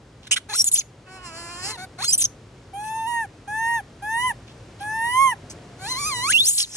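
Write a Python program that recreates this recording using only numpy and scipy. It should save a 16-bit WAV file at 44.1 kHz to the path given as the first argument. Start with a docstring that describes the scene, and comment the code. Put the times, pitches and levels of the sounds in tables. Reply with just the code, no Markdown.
"""A baby monkey cries close by on grass. Two harsh barks of fluttering air open; a short whine climbs into
shrieks, where tight vocal folds whistle, rasp and squeal. A low buzzy whimper follows, then short whines
and more shrieks. Four clear arching coos grow louder as they rise. After a hiss and a faint held note,
a long whine climbs into a last scream that ends in a hiss. Paws brush leaves now and then;
a low outdoor rumble lies under it all."""
import sys
import numpy as np
from scipy import signal
from scipy.fft import rfft, irfft, next_fast_len
from scipy.io import wavfile
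from scipy.ndimage import uniform_filter1d, map_coordinates

SR = 44100
rng = np.random.default_rng(int(sys.argv[2]) if len(sys.argv) > 2 else 0)


def output_pcm(signal):
    """Save a mono or channel-first signal as 16-bit PCM at the path in sys.argv[1].

    Samples are clipped to [-1, 1] before scaling.
    """
    pcm = np.clip(np.atleast_2d(signal).T, -1, 1) * 32767
    wavfile.write(sys.argv[1], SR, np.round(pcm).astype(np.int16))


N = 298327

# mouth response, lips rounded: f/Hz, gain/dB
ROUND_LIPS = [(3000, 5.5), (4300, -8.5), (5200, -10), (6200, 2), (7400, -6.5), (8200, -3), (9600, 6.5),
              (10600, 7.5), (11600, 1.5), (13000, -25)]
# voiceless air spectra: f/Hz, density/dB
GRUNT = [(600, -52), (1600, -4), (2600, -12), (3800, -1.5), (4900, -15), (10000, -11), (13000, -34)]
BARK = [(900, -32.5), (1900, -23), (2600, -8.5), (3200, -8), (4200, -17.5), (5400, -14), (7600, -8),
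        (10200, -13.5), (12800, -45.5)]
HISS = [(1500, -20.5), (4300, -15), (6000, -4.5), (9500, -11), (12800, -22.5)]


def monkey():
    """All cries from one throat; each source yields (sample times, sound)."""
    voice = np.zeros(N)
    for source in (coos, whines, whimper, held_tone, shrieks, squeals, barks):
        for t, sound in source():
            add(voice, t, sound)
    return voice


def shrieks():
    """A whistle fights with a rasp; the more rasp, the less steady the whistle."""
    # per shriek: t/s, pitch/Hz, whistle/dB, rasp/dB
    contours = [
        [(.556, 5470, -42, -24), (.585, 5780, -24.5, -24), (.604, 5740, -12.5, -21), (.626, 5630, -24.5, -22.5)],
        [(.641, 6900, -36, -11), (.655, 7100, -40, -30), (.677, 7150, -19, -19.5), (.692, 6030, -26.5, -27)],
        [(.714, 8100, -29, -20), (.742, 7650, -48, -23), (.752, 6520, -28, -22.5), (.798, 5870, -37, -34),
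         (.808, 3200, -44.5, -50.5), (.822, 1890, -43, -60.5)],
        [(2.043, 4340, -35.5, -23), (2.078, 4300, -30, -37.5), (2.083, 5080, -19.5, -33.5),
         (2.097, 5040, -20, -28), (2.112, 4950, -27, -24), (2.119, 5400, -26, -37), (2.132, 6340, -17, -19.5),
         (2.156, 5950, -28.5, -22)],
        [(2.176, 8030, -47, -18), (2.205, 7240, -28.5, -23), (2.222, 6200, -22.5, -20),
         (2.236, 6390, -32.5, -30.5), (2.26, 5300, -43, -32.5)],
        [(6.317, 1846, -20.5, -37), (6.33, 2498, -26.5, -38.5), (6.336, 2868, -18, -50),
         (6.358, 2754, -13.5, -45), (6.377, 2944, -16.5, -43), (6.384, 3422, -20.5, -37),
         (6.405, 3580, -13.5, -39), (6.428, 3934, -21.5, -39), (6.456, 5157, -26, -23.5),
         (6.485, 6600, -20.5, -16), (6.515, 6990, -30, -22), (6.565, 7130, -43, -22),
         (6.585, 5900, -28.5, -20.5), (6.628, 5490, -29.5, -26), (6.636, 4330, -27, -38.5),
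         (6.655, 3310, -43, -50)],
    ]
    # period doubling per shriek: gain/dB
    doubling_db = [-28, -1, -30, -0.5, -2, -20]
    # rasp spectra: f/Hz, level/dB
    shrill_spectrum = [(2000, -37), (5000, -27.5), (6800, -11.5), (7800, -1.5), (9200, 2), (10500, 1),
                       (11500, 1), (13000, -23)]
    hoarse_spectrum = [(800, -38), (2200, -15.5), (3000, -3), (4200, 2), (5800, -1.5), (7000, 3),
                       (9000, -36), (13000, -31.5)]
    for contour, half_db in zip(contours, doubling_db):
        t = span(contour[0][0], contour[-1][0])
        pitch, whistle_db, rasp_db = curves(contour, t)
        chaos = amp(rasp_db) / (amp(rasp_db) + amp(whistle_db))
        hz = pitch * (1 + .035 * chaos * wobble(t, 900) + .01 * wobble(t, 200))
        phase = cycles(hz)
        tones = amp(whistle_db) * whistle(hz, phase, overtones_db=-20)
        half_tones = partial(3 / 2, hz, phase) + .085 * partial(1 / 2, hz, phase)
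        tones += amp(half_db + (whistle_db + rasp_db) / 2) * half_tones
        # hoarser at low pitch, more so after sagging from the top
        sag_oct = np.minimum(np.log2(np.maximum.accumulate(pitch) / pitch), .3)
        hoarse_db = -11 + 18 * np.log2(5800 / pitch) + 30 * sag_oct
        shrill = rasp(t, shrill_spectrum, flutter_hz=470, depth=.85, ragged_db=4)
        hoarse = rasp(t, hoarse_spectrum, flutter_hz=600, depth=.6, ragged_db=6)
        noise = amp(rasp_db) * (shrill + amp(hoarse_db) * hoarse)
        tones *= amp(2.2 * chaos * wobble(t, 200))
        yield t, (tones + noise) * gate(t, .0032)


def squeals():
    """The folds lock briefly: a clean whistle, pitch and level bulging mid-way."""
    # start/s, end/s, first/Hz, last/Hz, peak/dB
    calls = [(.314, 0.344, 2646, 2970, -22.5), (0.36, 0.381, 2585, 1102, -32),
             (0.644, 0.645, 6300, 6660, -19.5), (.734, 0.737, 6600, 7020, -17.5),
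             (0.739, 0.746, 10350, 9200, -9.5), (0.781, 0.8, 6910, 5850, -18),
             (2.241, 2.243, 5850, 6380, -13), (2.248, 2.256, 6740, 5150, -14.5)]
    for start, end, first_hz, last_hz, db in calls:
        t = span(start - .002, end + .0033)
        bulge = np.sin(np.linspace(0, np.pi, len(t)))
        hz = np.linspace(first_hz, last_hz, len(t)) * (1 + .0784 * bulge + .008 * wobble(t, 381))
        tone = whistle(hz, cycles(hz), overtones_db=-24)
        yield t, amp(db + 8 * (bulge - 1)) * tone * gate(t, .003)


def coos():
    """Rounded-lip calls: pitch scoops up, arches and droops; higher is louder."""
    # start/s, top/s, end/s, top pitch/Hz, top width/s, level/dB, relative overtones/dB
    calls = [(2.729, 3.005, 3.268, 963, 0.28, -30, -14.5), (3.472, 3.736, 3.818, 939.6, 0.194, -29, -14),
             (4.018, 4.273, 4.33, 1026, 0.111, -29.5, -12.5), (4.8, 5.234, 5.35, 1085, 0.13, -30, -13)]
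    # throat response: f/Hz, gain/dB
    throat = [(800, 1.5), (960, -.5), (1080, 1.5), (1500, -12.5), (1700, 2), (1850, 3.5), (2000, -6),
              (2200, -10.5), (2550, -18), (3000, -11), (3250, -23.5)]
    shoulder_hz, reference_hz, db_per_oct = 855.7, 908, 46
    # the first coo is held flat, soft and dull until the voice cracks open
    crack_s, opening_s = 3.07, .11
    for start, top, end, top_hz, width_s, db, overtones_db in calls:
        t = span(start, end)
        held = (1 - np.tanh((t - crack_s) / .01)) / 2
        arch_hz = shoulder_hz + (top_hz - shoulder_hz) / (1 + ((t - top) / width_s) ** 2)
        scoop = 1 - .104 * np.exp((start - t) / .068)
        droop = 1 - .31 * np.exp((t - end) / .02)
        pitch = arch_hz * scoop * droop * (1 + .0033 * wobble(t, 16.2))
        low_db = db + db_per_oct * np.log2(pitch / reference_hz) - 3.5 * held
        high_db = low_db + overtones_db + 3
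        pitch *= 1 - .068 * held
        sound = voiced(t, pitch, low_db, high_db, throat, ROUND_LIPS, rough=.038, air=.094)
        dull_db = 14.5 * np.clip(1 - (t - crack_s) / opening_s, 0, 1)
        second_harmonic = filtered(sound, lambda hz: 1 / (1 + ((hz - 1750) / 400) ** 8))
        yield t, (sound - second_harmonic * (1 - amp(-dull_db))) * gate(t, .011, .014)


def whines():
    """Open-mouthed calls that swell with time, louder and brighter as they climb."""
    # level/dB, overtones/dB, contour of (t/s, pitch/Hz)
    calls = [(-38, -36, [(.484, 705), (.503, 867), (.524, 817), (.551, 1354), (.564, 1510)]),
             (-45, -46.5, [(1.68, 931), (1.71, 1010), (1.73, 1035), (1.772, 865)]),
             (-40.5, -39, [(1.768, 733), (1.79, 718), (1.832, 756), (1.857, 738)]),
             (-38, -36.5, [(1.979, 690), (2.008, 808), (2.044, 1370), (2.056, 1570)]),
             (-39, -35.5, [(5.765, 698), (5.848, 792), (5.92, 1044), (5.947, 1003), (6.013, 1180),
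             (6.031, 1132), (6.078, 1260), (6.142, 1012), (6.19, 964), (6.27, 1155), (6.323, 1844)])]
    # throat and open-mouth responses: f/Hz, gain/dB
    throat = [(700, 2.5), (1100, -1), (1550, 1), (2000, -4), (2500, -4), (2900, -8), (3600, -15)]
    mouth = [(3000, -5), (4200, 15), (5000, -4), (6200, 4.5), (7400, 0.5), (8200, -4), (9400, 5),
             (10600, -4.5), (11600, 0.5), (13000, -24)]
    reference_hz, swell_db_per_s, settle_s = 1014, 20, .11
    for db, overtones_db, contour in calls:
        t = span(contour[0][0], contour[-1][0])
        age = t - t[0]
        pitch, = curves(contour, t)
        octaves = np.log2(pitch / reference_hz)
        low_db = db + 7.5 * octaves + swell_db_per_s * age
        high_db = overtones_db + 22 * octaves + 5
        rough = .12 + .67 * np.exp(-age / settle_s)  # folds start rough, then settle
        sound = voiced(t, pitch, low_db, high_db, throat, mouth, rough, air=.042)
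        yield t, sound * gate(t, .19 * age[-1], .011)


def barks():
    """Voiceless barks, grunts and hisses: abrupt air that fades ever faster; the last hiss swells."""
    # start/s, end/s, level/dB, fall/dB, spectrum
    bursts = [(0.269, 0.278, -35.5, 5.5, GRUNT), (0.311, 0.345, -13, 15.5, BARK),
              (0.361, 0.385, -20.5, 16, GRUNT), (5.498, 5.533, -36.5, 17, HISS),
              (6.656, 6.762, -44, -15.5, HISS)]
    for start, end, db, fall_db, spectrum in bursts:
        t = span(start - .002, end + .004)
        envelope = amp(db - 1 - fall_db * np.linspace(0, 1, len(t)) ** 2.2)
        yield t, envelope * rasp(t, spectrum, flutter_hz=450, depth=.3, ragged_db=3) * gate(t, .005)


def whimper():
    """Slack folds buzz quietly, brighter and rougher with effort."""
    # t/s, pitch/Hz, effort/dB
    contour = [(1.05, 370.6, -47.5), (1.16, 376, -41.5), (1.21, 363.8, -45), (1.265, 353, -39),
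               (1.315, 326.8, -41.5), (1.38, 336, -38.5), (1.45, 339.9, -39), (1.61, 358.7, -38.5),
               (1.66, 392, -35), (1.71, 437.7, -35), (1.75, 414, -50.5)]
    # half-open mouth response: f/Hz, gain/dB
    mouth = [(380, -2.5), (700, 1), (1050, 4.5), (1700, 1), (2200, -4), (2800, 0), (3500, -18), (4400, -2),
             (5200, -4), (6300, -13), (7400, -2), (8500, -12), (10000, -7.5), (12500, -26)]
    t = span(contour[0][0], contour[-1][0])
    pitch, effort_db = curves(contour, t)
    push_db = effort_db + 40
    rough = .23 * 2 ** (np.maximum(push_db, 0) / 5)
    hz, phase = folds(t, pitch, rough, jitter=.04, quiver=.007)
    buzz = unit(sum(amp(along(mouth, k * hz) + 2.3 * wobble(t, 20)) * partial(k, hz, phase)
                    for k in range(1, 36)))
    voice = buzz + rough * turbulence(phase, mouth)
    body = filtered(voice, lambda f: 1 / (1 + (f / 3500) ** 8))
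    treble = amp(-45 + 2.88 * push_db) * unit(voice - body)
    yield t, (amp(effort_db - 2) * unit(body) + treble) * gate(t, .032)


def held_tone():
    """A faint unsteady note before the long whine."""
    # start/s, end/s, pitch/Hz, level/dB
    note = (5.41, 5.78, 715, -56.5)
    start, end, pitch_hz, db = note
    t = span(start, end)
    hz = pitch_hz * (1 + .012 * wobble(t, 20))
    yield t, amp(db + 2.5 * wobble(t, 15)) * partial(1, hz, cycles(hz)) * gate(t, .04)


def voiced(t, pitch, low_db, high_db, throat, mouth, rough, air):
    """Three harmonics shaped by the throat; overtones and breath shaped by the mouth."""
    hz, phase = folds(t, pitch, rough, jitter=.027, quiver=.0024)
    low = sum(amp(low_db + along(throat, k * pitch)) * partial(k, hz, phase) for k in range(1, 4))
    comb = unit(sum(amp(along(mouth, k * hz) + 3.35 * wobble(t, 25.84)) * partial(k, hz, phase)
                    for k in range(4, 18)))
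    breath = .83 * (air + rough) * turbulence(phase, [(500, -20), (2000, 0)] + mouth)
    # rough folds alternate strong and weak beats: lines halfway between harmonics
    beats = 1 + rough ** 2 * np.sin(phase / 2) + .2 * rough * wobble(t, 400)
    return (low + amp(high_db) * (comb + breath)) * beats


def folds(t, pitch, rough, jitter, quiver):
    """Frequency and phase of the vocal folds; rough folds jitter cycle to cycle."""
    hz = pitch * (1 + quiver * wobble(t, 45) + jitter * rough * wobble(t, 700))
    return hz, cycles(hz)


def whistle(hz, phase, overtones_db):
    """Near-pure tone, its fundamental just under hz; the mouth colours its overtones."""
    return partial(.98, hz, phase) + sum(
        amp(overtones_db + along(ROUND_LIPS, k * hz)) * partial(k, hz, phase) for k in range(2, 5))


def rasp(t, spectrum, flutter_hz, depth, ragged_db):
    """Uneven puffs of noise from slapping folds; brief narrow peaks stand out."""
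    phase = cycles(flutter_hz * (1 + .14 * wobble(t, 150)))
    bins = signal.stft(rng.standard_normal(len(t) + 256), nperseg=128)[2]
    patches = uniform_filter1d(rng.standard_normal(bins.shape), size=2, axis=0)
    patches = unit(uniform_filter1d(patches, size=5, axis=1))
    air = signal.istft(bins * amp(ragged_db * patches), nperseg=128)[1][:len(t)]
    return coloured(air * np.exp(depth * np.cos(phase)), spectrum)


def turbulence(phase, spectrum):
    """Air noise let through once a cycle."""
    return coloured(rng.standard_normal(len(phase)) * (1 + np.cos(phase)), spectrum)


def leaves():
    """Leaves crinkle under the paws."""
    # t/s, level/dB
    brushes = [(0.249, -51), (2.855, -51), (4.49, -53), (4.812, -48.5)]
    spectrum = [(400, -7), (1500, -12), (3200, 3), (6000, -7), (12000, -22.5)]  # f/Hz, level/dB
    track = np.zeros(N)
    for s, db in brushes:
        t = span(s - .025, s + .041)
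        grains = rng.standard_normal(len(t)) * amp(5.46 * wobble(t, 500))
        add(track, t, amp(db) * coloured(grains, spectrum) * gate(t, .013))
    return track


def ground(x):
    """Stones and leaves reflect within milliseconds, differently to each side."""
    t = span(0, .014)
    scatter = coloured(rng.standard_normal((2, len(t))), [(800, -6), (3000, -11)])
    return echoes(x, scatter * gate(t, .0037) * amp(-700 * t))


def yard(x):
    """Short diffuse tail from ground and bushes."""
    # f/Hz, t60/s
    decay = [(3000, 0.25), (12000, 0.23)]
    hz, t, bins = signal.stft(rng.standard_normal((2, SR // 2)), SR, nperseg=256)
    tail = signal.istft(bins * amp(-60 * t / along(decay, hz)[:, None]), SR, nperseg=256)[1]
    return echoes(x, tail)


def outdoors():
    """Distant rumble and thin hiss, alike on both sides in the bass, leaning slightly left."""
    # f/Hz, density/dB
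    spectrum = [(25, -33), (52, 1), (78, -4.5), (110, 4.5), (190, -6.5), (280, -6), (500, -10),
                (800, -15.5), (1700, -21), (5500, -28.5), (9400, -33.5), (12800, -46.5)]
    # t/s, level/dB
    levels = [(.9, -51), (1.7, -47.5), (2.4, -49.5), (6.3, -45), (6.6, -56)]
    # f/Hz, left-right correlation
    likeness = [(300, 1), (700, .78), (1800, .8), (3300, .35), (7000, .85)]

    def mid_side_gains(hz):
        angle = np.arccos(np.clip(along(likeness, hz), -1, 1)) / 2
        return amp(along(spectrum, hz)) * np.array([np.cos(angle), np.sin(angle)])

    t = np.arange(N) / SR
    mid, side = filtered(rng.standard_normal((2, N)), mid_side_gains)
    pair = ports(unit(np.array([mid + side, mid - side])),
                 balance_db=[(250, 0), (700, 3.5), (1800, 1.5), (2800, -1), (6000, 0)],
                 lead_rad=[(5000, 0), (8000, 1.3), (12000, 3)])
    return amp(curves(levels, t)[0] + 2.5 + .44 * wobble(t, 6.51)) * pair


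def ports(x, balance_db, lead_rad):
    """Splits left-right level and phase contrast evenly between two microphone ports."""
    def response(hz):
        log_ratio = np.log(amp(along(balance_db, hz))) + 1j * along(lead_rad, hz)
        return np.exp(np.outer([1, -1], log_ratio) / 2)
    return filtered(x, response)


def echoes(x, impulse):
    """x through a stereo impulse response, left side at unit energy."""
    return signal.fftconvolve(x[None], impulse / np.linalg.norm(impulse[0]), axes=1)[:, :N]


def amp(db):
    """dB to gain."""
    return 10 ** (np.asarray(db) / 20)


def unit(x):
    """Scaled to rms 1."""
    return x / np.sqrt(np.mean(x ** 2) + 1e-20)


def along(points, hz):
    """(f/Hz, value) points read on a log axis."""
    f, v = np.transpose(points)
    return np.interp(np.log(hz + 1), np.log(f + 1), v)


def curves(rows, t):
    """Each column after the time, read at t."""
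    s, *cols = np.transpose(rows)
    return [glide(s, c, t) for c in cols]


def glide(s, v, t):
    """Rounded curve through values v at times s, no overshoot."""
    step = np.maximum(np.diff(s), 1e-4)
    d = np.diff(v) / step
    slope = np.r_[d[0], 2 * np.maximum(d[:-1] * d[1:], 0) / (d[:-1] + d[1:] + 1e-9), d[-1]]
    i = np.clip(np.searchsorted(s, t) - 1, 0, len(d) - 1)
    u = np.clip((t - s[i]) / step[i], 0, 1)
    bend = (slope[i] - d[i]) * (1 - u) - (slope[i + 1] - d[i]) * u
    return v[i] + step[i] * u * (d[i] + (1 - u) * bend)


def span(start_s, end_s):
    """Sample times, at least 64."""
    first = round(start_s * SR)
    return np.arange(first, max(round(end_s * SR), first + 64)) / SR


def add(track, t, sound):
    """Mixes a sound in at its sample times."""
    part = track[round(t[0] * SR):][:len(t)]
    part += sound[:len(part)]


def wobble(t, knots_per_s):
    """Smooth random curve."""
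    knots = (t - t[0]) * knots_per_s
    return map_coordinates(rng.standard_normal(int(knots[-1]) + 4), [knots + 1])


def gate(t, attack_s, release_s=None):
    """Smooth fade in and out; release defaults to attack."""
    ramp = np.minimum((t - t[0]) / attack_s, (t[-1] - t) / (release_s or attack_s))
    return np.sin(np.pi / 2 * np.clip(ramp, 0, 1)) ** 2


def filtered(x, response):
    """x through a complex frequency response."""
    n = x.shape[-1]
    m = next_fast_len(n + 4096)
    return irfft(rfft(x, m) * response(np.fft.rfftfreq(m, 1 / SR)), m)[..., :n]


def coloured(x, spectrum):
    """x through (f/Hz, level/dB) points, at rms 1."""
    return unit(filtered(x, lambda hz: amp(along(spectrum, hz))))


def cycles(hz):
    """Phase/rad of a moving frequency."""
    return 2 * np.pi * np.cumsum(hz) / SR


def partial(k, hz, phase):
    """Multiple k of a pitch at rms 1, muted above SR / 3."""
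    return np.sqrt(2) * np.sin(k * phase + rng.uniform(0, 2 * np.pi)) * (k * hz < SR / 3)


def scene():
    """The close monkey, its faint echoes, the open air."""
    # ports toward the monkey: f/Hz, left over right/dB
    balance_db = [(250, 2), (580, -0.5), (900, -2), (1180, -9.5), (1450, 1.5), (2350, 0), (2750, -5.5),
                  (3100, -11.5), (3700, 0), (4500, 6.5), (5100, -9), (5600, 1.5), (7000, 0)]
    # f/Hz, left lead/rad
    lead_rad = [(400, -0.1), (800, 0.5), (950, 0.5), (1250, 1.2), (1600, -0.2), (2250, 1), (2850, -2.5),
                (3400, -2), (4600, -3), (5050, -2), (5400, 0.63), (6400, 1.12), (8000, 1.59), (10000, 2),
                (12500, 4)]
    near = monkey() + leaves()
    with_echoes = near + amp(-13) * ground(near) + amp(-25) * yard(near)
    return ports(with_echoes, balance_db, lead_rad) + outdoors()


def record(dry):
    """Brick-wall low-pass."""
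    top_hz = 12941
    return filtered(dry, lambda hz: hz < top_hz)


dry = scene()
out = record(dry)
output_pcm(out)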